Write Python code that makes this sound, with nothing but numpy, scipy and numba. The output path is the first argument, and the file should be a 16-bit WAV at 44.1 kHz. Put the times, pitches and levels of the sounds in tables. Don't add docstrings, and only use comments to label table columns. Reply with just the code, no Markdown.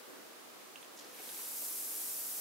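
import sys
import numpy as np
from scipy import signal
from scipy.fft import rfft, irfft
from scipy.io import wavfile
from scipy.ndimage import uniform_filter1d
from numba import njit

SR = 44100
rng = np.random.default_rng(int(sys.argv[2]) if len(sys.argv) > 2 else 0)


def level_to_linear(level):
    exponent = np.asarray(level, float) / 20
    return 10 ** exponent


def put_to_file(sound):
    columns = np.atleast_2d(sound).T
    safe = np.clip(columns, -1, 1)
    whole_steps = np.round(safe * 32767)
    wavfile.write(sys.argv[1], SR, whole_steps.astype(np.int16))


N = 105928
TIME_S = np.arange(N) / SR
FREQ_HZ = np.arange(N // 2 + 1) * SR / N


def level(x, db):
    return x * level_to_linear(db) / np.sqrt(np.mean(x ** 2))


def curve(rows):
    rows = np.array(rows, float)
    return np.interp(TIME_S, rows[:, 0], rows[:, 1])


def colour_db(points, hz):
    points = np.array(points, float)
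    return np.interp(np.log(hz + 1), np.log(points[:, 0]), points[:, 1])


def coloured(points):
    white = rng.standard_normal((2, N))
    shaped = irfft(rfft(white) * level_to_linear(colour_db(points, FREQ_HZ)), N)
    return level(shaped, 0)


def walk(rate_hz):
    hold = int(SR / rate_hz)
    steps = np.repeat(rng.standard_normal(N // hold + 1), hold)
    smooth = uniform_filter1d(uniform_filter1d(steps, hold), hold)[:N]
    return smooth / smooth.std()


@njit
def grains(start, hz, cycles, size, glide):
    out = np.zeros(N)
    for k in range(len(start)):
        n = int(2 * cycles[k] * SR / hz[k]) + 2
        fade = 1000. ** (-1. / n)
        a = size[k]
        phase = 0.
        for i in range(min(n, N - start[k])):
            phase += 2 * np.pi * hz[k] * (1 + glide * 2 * i / n) / SR
            out[start[k] + i] += a * np.sin(phase) * min(phase / np.pi, 1.)
            a *= fade
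    return out


def fizz():
    # (time [s], level [dB])
    fine_db = [(1.08, -63), (1.15, -56), (1.23, -49), (1.33, -45.5), (1.45, -43), (1.6, -41), (1.774, -40),
               (2.1, -40), (2.4, -40)]
    # (pitch [Hz], level [dB])
    fine_colour = [(1500, -50), (2300, -39), (3300, -44), (5000, -14), (7000, -11.5), (9000, -7),
                   (10500, -8.5), (11900, -4.5), (13200, -6.5), (14800, -11.5), (16500, -9)]
    # (time [s], level [dB])
    gush_db = [(.95, -85), (1.0, -61), (1.12, -62), (1.2, -55.5), (1.4, -54), (1.5, -58), (1.8, -61),
               (2.4, -59)]
    # (pitch [Hz], level [dB])
    gush_colour = [(700, -5), (1200, -5), (2500, -2), (4500, -2.5), (7000, -5), (9000, -15)]
    fine_per_s, fine_cycles = 35000, 6.1
    gush_per_s, gush_cycles = 5000, 6.8
    onset_s, fade_in_s = fine_db[0][0], 0.28
    young_share, young_hz, ripe_s = 0.16, 12000, 1.8
    surge_db, flicker_db = .4, .3

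    swell = np.clip((TIME_S - onset_s) / fade_in_s + 1, 0, 1)
    fine = wide(fine_per_s, fine_colour, fine_cycles) * level_to_linear(curve(fine_db))
    missing = young_share * np.clip((ripe_s - TIME_S) / (ripe_s - onset_s), 0, 1)
    finest = irfft(rfft(fine) / (1 + (young_hz / (FREQ_HZ + 1)) ** 10), N)
    fine = fine - missing * finest
    coarse = wide(gush_per_s, gush_colour, gush_cycles) * level_to_linear(curve(gush_db))
    surges_db = surge_db * walk(6.04) + flicker_db * walk(29.86)
    balance_db = np.array([[-.1], [.1]])
    return (swell * fine + coarse) * level_to_linear(surges_db + balance_db)


def wide(*swarm):
    shared_share, lag_s = 0.38, .00001
    turn = np.exp(-1j * np.pi * lag_s * FREQ_HZ * np.array([[1], [-1]]))
    shared = irfft(rfft(froth(*swarm)) * turn, N)
    separate = np.array([froth(*swarm), froth(*swarm)])
    return np.sqrt(shared_share) * shared + np.sqrt(1 - shared_share) * separate


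def froth(per_s, colour, cycles):
    size_spread_db = 0.9
    when, pitch, luck = rng.random((int(per_s * N / SR), 3)).T
    start = (when * N).astype(np.int64)
    hz = colour[0][0] + (colour[-1][0] - colour[0][0]) * pitch
    size_db = colour_db(colour, hz) - size_spread_db * np.log(1 - luck)
    size = level_to_linear(size_db) * np.sqrt(hz)
    return level(grains(start, hz, np.full(len(hz), float(cycles)), size, 0.07), 0)


def bubbles():
    # (time [s], level [dB], pitch [Hz], length [cycles], pitch rise half-way [share])
    pops = [(0.7578, -37.5, 2830, 16.5, 0.023), (0.7604, -38, 3020, 7.2, .02), (.7768, -48, 2900, 9, .03),
            (0.8194, -47, 9000, 40, .3), (0.8285, -36, 3250, 3.6, .05), (.8322, -44, 3300, 6.5, .05),
            (.8475, -43, 2900, 7, .05), (1.0115, -37, 5000, 4.5, .05), (1.095, -51, 5260, 6.6, .05),
            (1.2912, -34.5, 3800, 5.5, .05), (1.3004, -43, 3500, 7, .05)]
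    snap_db, snap_cycles = 3, 1.5
    pan_db = -7
    out = np.zeros(N)
    for s, db, hz, cycles, glide in pops:
        at = np.full(2, int(s * SR))
        pitches = np.minimum([hz, 2 * hz], 15000.)
        sizes = level_to_linear([db, db + snap_db])
        out += grains(at, pitches, np.array([cycles, snap_cycles]), sizes, float(glide))
    return out * level_to_linear(np.array([[pan_db], [-pan_db]]) / 2)


def splutters():
    # (start [s], length [s], level of a typical bubble [dB], centre pitch [Hz])
    swarms = [(0.964, 0.0065, -55, 6550), (0.964, 0.043, -62, 10000), (.973, 0.0054, -54, 7300),
              (0.9739, 0.0044, -49, 5100), (0.979, 0.0028, -52, 5100), (.988, .013, -47.5, 5400),
              (1.009, 0.0061, -54, 5300), (1.019, .008, -57, 4920), (1.041, 0.0084, -53, 5300),
              (1.067, .008, -58, 4800), (1.094, 0.0055, -54, 5600), (1.182, 0.028, -58, 2320)]
    per_s, cycles = 3000, 6.5
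    spread_octaves, spread_db = .22, 3
    out = np.zeros(N)
    for s, length, db, hz in swarms:
        n = int(per_s * length) + 2
        start = ((s + length * rng.random(n)) * SR).astype(np.int64)
        pitches = hz * 2 ** (spread_octaves * rng.standard_normal(n)).clip(-1, 1)
        sizes = level_to_linear(db + spread_db * rng.standard_normal(n).clip(-2, 2))
        out += grains(start, pitches, np.full(n, cycles), sizes, 0.23)
    return out


def low_tones():
    # (time [s], level [dB], pitch [Hz], length [cycles])
    tones = [(1.197, -47, 725, 14), (1.2, -47.5, 420, 8.5), (1.276, -51, 495, 11), (1.312, -64, 503, 11),
             (1.327, -49.5, 384, 7), (1.393, -51, 1050, 17), (1.434, -50.5, 470, 9),
             (1.619, -53.5, 270, 15), (1.622, -51, 568, 14)]
    s, db, hz, cycles = np.array(tones, float).T
    return grains((s * SR).astype(np.int64), hz.copy(), cycles.copy(), level_to_linear(db), 0.03)


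def tub(x):
    t60_s, echo_db, delay_s = .12, -6, .0015
    t = np.arange(int(.4 * SR)) / SR
    tail = rng.standard_normal((2, len(t))) * level_to_linear(-60 * t / t60_s) * (t > delay_s)
    tail *= level_to_linear(echo_db) / np.sqrt(np.sum(tail ** 2, axis=1, keepdims=True))
    return x + signal.fftconvolve(x, tail, axes=1)[:, :N]


def rustle():
    # (time [s], relative level [dB])
    swells_db = [(0.0, -55), (0.07, -57), (0.09, -50), (0.47, -60), (1.02, -56.5), (1.05, -52.5),
                 (1.16, -59), (1.3, -54.5), (1.45, -60), (1.55, -61), (1.7, -58.5), (1.85, -56), (2.1, -58),
                 (2.4, -58.5)]
    # (frequency [Hz], relative level [dB])
    rustle_colour = [(100, -30), (200, -11), (300, 2), (500, 4), (900, -13.5), (1600, -7), (3000, -24.5)]
    likeness = 0.073
    noise = coloured(rustle_colour)
    mid = noise[0] * np.sqrt(1 + likeness)
    side = noise[1] * np.sqrt(1 - likeness)
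    return np.array([mid + side, mid - side]) * level_to_linear(curve(swells_db)) / 2


def hiss():
    # (frequency [Hz], relative level [dB])
    hiss_colour = [(24, -71), (40, -43.5), (267, -5.5), (538, -9), (641, -6.5), (932, -7.5), (1060, -7.5),
                   (1320, -8.5), (1430, -11), (15700, -19.5)]
    return coloured(hiss_colour) * level_to_linear(-53 + np.array([[-.4], [.4]]))


def scene():
    return tub(bubbles() + splutters() + low_tones()) + fizz() + rustle()


def band_limit(x):
    return signal.sosfilt(signal.butter(12, 17000, fs=SR, output="sos"), x)


def record(dry):
    low_cut_hz, top_hz = 129, 15760
    capsule_hz, capsule_q, capsule_db = 11800, 5.3, -11.5
    x = signal.sosfilt(signal.butter(3, low_cut_hz, "high", fs=SR, output="sos"), dry)
    ring = signal.lfilter(*signal.iirpeak(capsule_hz, capsule_q, fs=SR), x)
    mix = x + level_to_linear(capsule_db) * ring + hiss()
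    mix = irfft(rfft(mix) * (FREQ_HZ < top_hz), N)
    return band_limit(mix)


dry = scene()
out = record(dry)
put_to_file(out)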